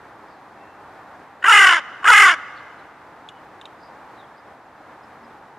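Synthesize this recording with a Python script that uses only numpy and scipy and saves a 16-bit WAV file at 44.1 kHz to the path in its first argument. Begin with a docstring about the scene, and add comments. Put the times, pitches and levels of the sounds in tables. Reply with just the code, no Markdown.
"""Among houses, close to a crow on a bare branch, with a steady wash of distant traffic all around.
The crow caws twice: its fluttering syrinx buzzes through throat and beak, torn air adds a rasp,
and the pitch rises quickly, then sags as the air runs out. The houses return a faint echo.
Three light ticks of beak or claw follow from the perch. Small birds chirp far from the
microphone, and near the end a low hum swells once."""
import sys
import numpy as np
from scipy import signal
from scipy.fft import rfft, irfft, next_fast_len
from scipy.io import wavfile
from scipy.ndimage import uniform_filter1d

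SR = 44100
rng = np.random.default_rng(int(sys.argv[2]) if len(sys.argv) > 2 else 0)


def log_audio(samples):
    """Write samples as a 16-bit WAV file to the path given in sys.argv[1]."""
    # one column per channel
    frames = np.atleast_2d(samples).T
    # limit to full scale, then quantise
    limited = np.clip(frames, -1, 1)
    pcm = np.round(limited * 32767).astype(np.int16)
    wavfile.write(sys.argv[1], SR, pcm)


N = 246078
TIME = np.arange(N) / SR

# Distant traffic. Each row: frequency in Hz, relative level in dB.
TRAFFIC_SPECTRUM = [(15, -76), (25, -24.5), (96, -9.5), (183, -9.5), (221, -8), (281, -6.5), (305, -3.5),
                    (340, -7.5), (631, -5), (804, 0), (1750, -9.5), (2920, -25.5), (3720, -28),
                    (5730, -35.5), (15500, -47.5)]
# Its slow drift. Each row: time in seconds, level in dB.
TRAFFIC_DRIFT = [(0, -44), (1.2, -45.5), (3, -44), (4.3, -44), (5.58, -45)]
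# Stereo width of sound from all around. Each row: frequency in Hz, side relative to mid in dB.
SIDE_SPECTRUM = [(60, -22), (700, -19), (1300, -18), (2400, -9), (4400, -4), (15000, -3)]
# Far songbirds. Each row: start in seconds, length in seconds, first and last pitch in Hz,
# relative level in dB, buzz as a share of pitch.
FAR_CHIRPS = [(0.263, 0.14, 5280, 3850, -70, .04), (0.538, 0.27, 2655, 2696, -66, 0.0063),
              (2.546, 0.068, 4280, 3850, -59, 0.076), (2.778, 0.037, 4430, 3690, -67, .04),
              (3.299, 0.14, 2985, 2950, -65, .004), (3.778, 0.13, 4800, 4860, -64.5, 0.035),
              (4.158, 0.1, 4130, 3110, -61, 0.034), (4.36, 0.053, 4720, 5100, -68, 0.036),
              (5.022, 0.035, 5180, 5000, -68.5, 0.044), (5.23, 0.035, 5130, 4810, -69.5, 0.034)]
# The syrinx sputters before it catches. Each row: time in seconds, level in dB.
SYRINX_SPUTTERS = [(1.429, -28.5), (1.445, -13.5), (2.033, -30)]
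# The close caws. Each row: start and length in seconds, level before losses in dB, held pitch in Hz,
# leap as a share of pitch, leap time in seconds, jolt at the leap in dB; then, in seconds, end of the
# held pitch, time of widest beak, span of open beak, time the voice clears, time it breaks; last, broken
# roughness from 0 to 1, nasal ring in dB, throat tuning as a factor. Times run from the caw's start.
CROW_CAWS = [(1.449, 0.36, -6.5, 412.5, .15, .049, .5, .122, 0.17, 0.26, 0.043, 0.203, 0.4, 9.0, 0.979),
             (2.042, 0.32, -6, 411.9, .19, .058, 5.0, .177, .165, 0.23, 0.065, .255, 0.34, 3.5, 0.994)]
# Flutter of the syrinx in each caw. Each row: time of one crest in seconds, rate in Hz,
# depth as a share of pitch.
SYRINX_FLUTTER = [(1.559, 53, .04), (2.203, 44, .046)]
# The throat with the beak nearly shut. Each row: frequency in Hz, gain in dB.
THROAT_SPECTRUM = [(300, -9), (620, -26.5), (850, -13.5), (1050, -1), (1250, -2), (1500, 3.5), (1640, 0.5),
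                   (1800, -8.5), (2060, -5.5), (2330, -17), (2600, -11.5), (2980, -13.5), (3300, -24.5),
                   (4200, -51), (6000, -69)]
# What opening the beak adds. Each row: frequency in Hz, gain in dB.
OPEN_BEAK_GAIN = [(900, -0.5), (1400, 1), (1700, 0.5), (2050, 12), (2400, 3), (2950, 4)]
# The rasp of torn air. Each row: frequency in Hz, relative level in dB.
RASP_SPECTRUM = [(2500, -43.5), (3450, 7), (4000, -7), (4650, -4.5), (5050, 2.5), (5320, -9), (5600, 3),
                 (6600, -1), (7100, 5), (7750, -5), (8550, 2.5), (10000, -5), (12000, -13.5), (15000, -26)]
# A spent voice's rasp against a fresh one's. Each row: frequency in Hz, gain in dB.
SPENT_RASP_GAIN = [(3500, 4.5), (5700, 1.5), (8000, -10), (12000, -18.5)]
# The echo off the houses. Each row: frequency in Hz, gain in dB.
ECHO_SPECTRUM = [(300, -4.5), (1300, 2), (2100, -2), (2950, -2.5), (3500, 0.5), (5500, 2.5), (9000, 2.5),
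                 (15000, -27.5)]
# Beak or claw on the perch. Each row: start in seconds, level in dB, ring in Hz.
PERCH_TICKS = [(3.2881, -24, 3400), (3.613, -29, 3630), (3.655, -26, 3740)]
# The modes of a tick. Each row: multiple of its ring, gain in dB, seconds to fall by 60 dB.
PERCH_MODES = [(.85, -20, 0.08), (0.999, 3.5, 0.01), (1.12, -31, .015)]
# A tick's dry crack. Each row: frequency in Hz, gain in dB.
CRACK_SPECTRUM = [(1500, -17), (2800, 9.5), (3800, 6), (4800, -18), (6500, -5), (9000, -11), (14000, -32)]


def from_db(db):
    """Decibels to gain."""
    return 10 ** (np.asarray(db) / 20)


def unit_power(x):
    """Scale to a mean square of 1."""
    return x / np.sqrt(np.mean(x ** 2) + 1e-20)


def cut(x, hz, kind, order=2):
    """Butterworth low- or high-pass."""
    return signal.sosfilt(signal.butter(order, hz, kind, fs=SR, output="sos"), x)


def evened(x, window_s=.004):
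    """Hold the short-term level at 1."""
    return x / np.sqrt(np.maximum(uniform_filter1d(x * x, int(window_s * SR)), 0) + 1e-12)


def db_at(spectrum, hz):
    """Read a (Hz, dB) spectrum along a logarithmic frequency axis."""
    knots, db = np.transpose(spectrum)
    return np.interp(np.log(np.maximum(hz, 1)), np.log(knots), db)


def colour(x, spectrum):
    """Shape a sound by a (Hz, dB) spectrum."""
    length = x.shape[-1]
    size = next_fast_len(length + 4096)
    gain = from_db(db_at(spectrum, np.fft.rfftfreq(size, 1 / SR)))
    return irfft(rfft(x, size) * gain, size)[..., :length]


def wobble(rate_hz, shape=N):
    """Random motion up to a given rate, spread 1."""
    return unit_power(cut(rng.standard_normal(shape), rate_hz, "low"))


def bump(x, centre, width):
    """A bell curve of height 1."""
    return np.exp(-((x - centre) / width) ** 2)


def diffuse_noise(size=N):
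    """Noise reaching the microphone from all around: alike in the bass, wider in the treble."""
    mid, side = rng.standard_normal((2, size))
    return mid + colour(side, SIDE_SPECTRUM) * [[1], [-1]]


def distant_traffic(waver_db=1.0):
    """Tyre noise from far off merges into a steady wash."""
    level_db = np.interp(TIME, *np.transpose(TRAFFIC_DRIFT))
    wash = unit_power(colour(diffuse_noise(), TRAFFIC_SPECTRUM))
    return wash * from_db(level_db + waver_db * wobble(3.2))


def far_songbirds():
    """Thin gliding whistles, some of them buzzy, blurred by their way through the trees."""
    out, buzz, blur = np.zeros(N), wobble(350), wobble(110)
    for start, length, first_hz, last_hz, db, buzz_share in FAR_CHIRPS:
        along = np.clip((TIME - start) / length, 0, 1)
        hz = (first_hz + (last_hz - first_hz) * along) * (1 + buzz_share * buzz)
        out += from_db(db) * 2 * np.sin(np.pi * along) * np.sin(2 * np.pi * np.cumsum(hz) / SR)
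    return out * (.8 + .45 * blur)


def breath(row, t, onset_rough=.65, clear_rough=.17, rough_loss_db=9.5):
    """One push of air drives a caw's pitch, roughness and level while the beak opens and shuts."""
    start, length, db, held_hz, leap, leap_s, jolt_db, held_s = row[:8]
    widest_s, open_s, clear_s, break_s, broken_rough = row[8:13]
    age, left = np.maximum(t - start, 0), np.maximum(start + length - t, 0)
    spent = np.clip((age - held_s) / (length - held_s), 0, 1)
    # The pitch scoops up, leaps, holds, sags as the air runs out and droops at the very end.
    scoop, droop = .11 * np.exp(-age / .025), .2 * np.exp(-left / .016)
    hz = held_hz * (1 - scoop + leap * bump(age, leap_s, .022) - .23 * spent - droop)
    # The voice starts rough, clears and breaks up again.
    breaking = (1 + np.tanh((age - break_s) / .013)) / 2
    rough = clear_rough + (onset_rough - clear_rough) * bump(age, 0, clear_s)
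    rough += (broken_rough - clear_rough) * breaking
    opening = bump(age, widest_s, open_s / 2)
    # The level swells, jolts at the leap, fades and is released; a rough voice carries less.
    attack_db, fade_db, release_db = 4.5 * np.exp(-age / .012), 2.5 * spent ** 2, 23.5 * np.exp(-left / .028)
    level_db = db - attack_db + jolt_db * bump(age, leap_s, .007) - fade_db - release_db
    level_db -= rough_loss_db * rough
    sounding = np.clip(np.minimum(age / .0033, left / .017), 0, 1)
    sputter = sum(from_db(peak_db) * bump(t, at_s, .0045) for at_s, peak_db in SYRINX_SPUTTERS)
    force = np.maximum(sounding * from_db(level_db), sputter)
    rasp_db = -17 - 12 * np.exp(-age / .025)  # relative to the voice; builds later than the tone
    return hz, rough, opening, spent, 20 * np.log10(force + 1e-12), rasp_db


def overtones(phases, db, rough):
    """A stack of harmonics of unit power; each flickers and slips in phase, the low ones slipping least."""
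    gain = from_db(db + (2.5 + 3 * rough) * wobble(70, db.shape))
    looseness = np.minimum(np.arange(1, len(db) + 1) / 4, 1)[:, None]
    slip = .8 * wobble(10, db.shape) + .7 * looseness * rough * wobble(110, db.shape)
    offsets = rng.uniform(0, 2 * np.pi, (len(db), 1))
    return np.sum(gain * np.cos(phases + offsets + slip), axis=0) / np.sqrt(np.sum(gain ** 2, axis=0) / 2)


def throat(harmonic_hz, opening, spent, nasal_db, tuning, tighten_share=.06, nasal_hz=2950):
    """Gain in dB of throat, beak and a narrow nasal ring; all rise in pitch as the throat tightens."""
    hz = harmonic_hz / (tuning * (1 + tighten_share * spent))
    nasal_ring_db = nasal_db * bump(hz, nasal_hz, width=130)
    return db_at(THROAT_SPECTRUM, hz) + opening * db_at(OPEN_BEAK_GAIN, hz) + nasal_ring_db


def syrinx_voice(phases, harmonic_db, puffs, rough):
    """Buzz and turbulence from the driven syrinx, which swings at nearly even strength within a cycle."""
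    turbulence = unit_power(colour(puffs * rng.standard_normal(len(puffs)), THROAT_SPECTRUM))
    voice = evened(overtones(phases, harmonic_db, rough) + .33 * rough ** 1.5 * turbulence)
    swing = np.abs(signal.hilbert(voice))
    return cut(evened(voice / (.5 + swing) ** .5), 540, "high", order=6)


def air_rasp(phases, harmonic_hz, puffs, rough, spent, side_db=-18.5):
    """Air torn off each cycle makes high overtones and hiss, scattered to both sides."""
    mid, side = (overtones(phases, db_at(RASP_SPECTRUM, harmonic_hz), rough) for _ in range(2))
    hiss = unit_power(colour(puffs * diffuse_noise(len(puffs)), RASP_SPECTRUM))
    rasp = unit_power(mid + from_db(side_db) * side * [[1], [-1]] + .55 * hiss)
    return (1 - spent) * rasp + spent * colour(rasp, SPENT_RASP_GAIN)


def crow_caw(row, flutter, harmonics=36, dying_second_db=20):
    """Close to the microphone, a fluttering syrinx sends a harsh buzz through throat and beak."""
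    crest_s, flutter_hz, depth = flutter
    nasal_db, tuning = row[-2:]
    first, size = round((crest_s - .25) * SR), round(.6 * SR)
    t = TIME[first:first + size]
    hz, rough, opening, spent, force_db, rasp_db = breath(row, t)
    rough = np.clip(rough, .12, .9)
    # With each flutter the pitch creeps up and slips back, a little unevenly.
    turn = 2 * np.pi * flutter_hz * (t - crest_s) + 2 * np.pi / 3 + .45 * wobble(15, size)
    sway = np.sin(turn) - .4 * np.sin(2 * turn)
    hz = hz * (1 + depth * sway + .04 * rough * wobble(220, size))
    phase = 2 * np.pi * np.cumsum(hz) / SR
    k = np.arange(1, harmonics + 1)[:, None]
    # The tone brightens as each flutter climbs; the second harmonic comes forward as the voice dies.
    harmonic_db = throat(k * hz, opening + .16 * sway, spent, nasal_db, tuning)
    harmonic_db += dying_second_db * spent ** 2 * (k == 2)
    puffs = unit_power(np.exp(1.2 * np.cos(phase)))
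    voice = syrinx_voice(k * phase, harmonic_db, puffs, rough)
    # The weak fundamental throbs hoarsely and follows the force only loosely.
    fundamental_db = -35 + .65 * force_db + 3 * sway + 4 * wobble(60, size)
    fundamental = from_db(fundamental_db) * np.cos(phase + .45 * wobble(70, size))
    rasp = air_rasp(k * phase, k * hz, puffs, rough, spent)
    throb_db, shimmer_db = .78 * sway, 5 * rough * wobble(152, size)
    rasp *= from_db(rasp_db + 1.1 * wobble(84, size))
    out = np.zeros((2, N))
    out[:, first:first + size] = from_db(force_db + throb_db + shimmer_db) * (voice + rasp) + fundamental
    return out


def treble_ridges(x, ridge_db=5.8, count=100):
    """Narrow ridges and notches colour the treble, with a mean power gain near 1."""
    hz = np.geomspace(3600, 15000, count)
    gain = unit_power(from_db(ridge_db * np.clip(rng.standard_normal(count), -1.6, 1.3)))
    return colour(x, [(3400, 0), *zip(hz, 20 * np.log10(gain))])


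def trunk_reflection(x, bounce_db=-28.0, lags_s=(.0021, .0023)):
    """The trunk beside the bird throws back a quick reflection, reaching left just before right."""
    delayed = [np.interp(TIME - lag, TIME, channel) for lag, channel in zip(lags_s, x)]
    return from_db(bounce_db) * np.array(delayed)


def house_echo(x, t60_s=1.74, treble_t60_s=.22, split_hz=3500, build_s=.012, echo_db=-22.5):
    """Reflections scattered between the houses build up and die away, the treble first."""
    scatter = colour(diffuse_noise(), ECHO_SPECTRUM)
    decay = from_db(-60 * TIME / t60_s)
    low = cut(scatter, split_hz, "low") * decay
    high = cut(scatter, split_hz, "high") * from_db(-60 * TIME / treble_t60_s)
    response = (low - high) * (1 - np.exp(-TIME / build_s)) / np.sqrt(np.sum(decay ** 2))
    return from_db(echo_db) * signal.fftconvolve(x, response, axes=1)[:, :N]


def perch_ticks(contact_s=.0007, crack_db=-11.0, crack_t60_s=.038):
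    """Beak or claw strikes the nearby perch: a dry crack rings a few short modes."""
    out = np.zeros(N)
    for start, db, hz in PERCH_TICKS:
        age = np.maximum(TIME - start, 0)
        ring = sum(from_db(mode_db - 60 * age / t60_s) * np.sin(2 * np.pi * hz * ratio * age)
                   for ratio, mode_db, t60_s in PERCH_MODES)
        crack = from_db(crack_db - 60 * age / crack_t60_s) * colour(rng.standard_normal(N), CRACK_SPECTRUM)
        out += from_db(db) * (1 - np.exp(-age / contact_s)) * (ring + crack)
    return out


def distant_hum(at_s=5.26, swell_s=.082, hz=229, db=-49.5):
    """A faint low hum swells briefly in the distance."""
    return from_db(db) * bump(TIME, at_s, swell_s) * np.sin(2 * np.pi * hz * TIME + .36 * wobble(26.3))


def scene(far_echo_db=14.5):
    """The crow close to the microphone; behind it songbirds, with more echo, and traffic and hum."""
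    caws = sum(crow_caw(row, flutter) for row, flutter in zip(CROW_CAWS, SYRINX_FLUTTER))
    ticks, birds = perch_ticks(), far_songbirds()
    crow = caws + ticks
    close = treble_ridges(caws) + ticks + trunk_reflection(crow)
    echo = house_echo(crow + from_db(far_echo_db) * birds)
    return close + birds + echo + distant_traffic() + distant_hum()


def record(dry, ceiling=.87, thud_db=-7.5, thud_hz=110, cutoff_hz=15300):
    """The loudest crests are flattened a little unevenly, which leaves a low flutter; the top is cut."""
    flattened = dry / (1 + np.abs(dry / ceiling) ** 10) ** (1 / 10)
    excess = np.abs(dry - flattened)
    thud = from_db(thud_db) * cut(cut(excess, 25, "high"), thud_hz, "low")
    return signal.sosfilt(signal.ellip(10, .1, 80, cutoff_hz, fs=SR, output="sos"), flattened + thud)


dry = scene()
out = record(dry)
log_audio(out)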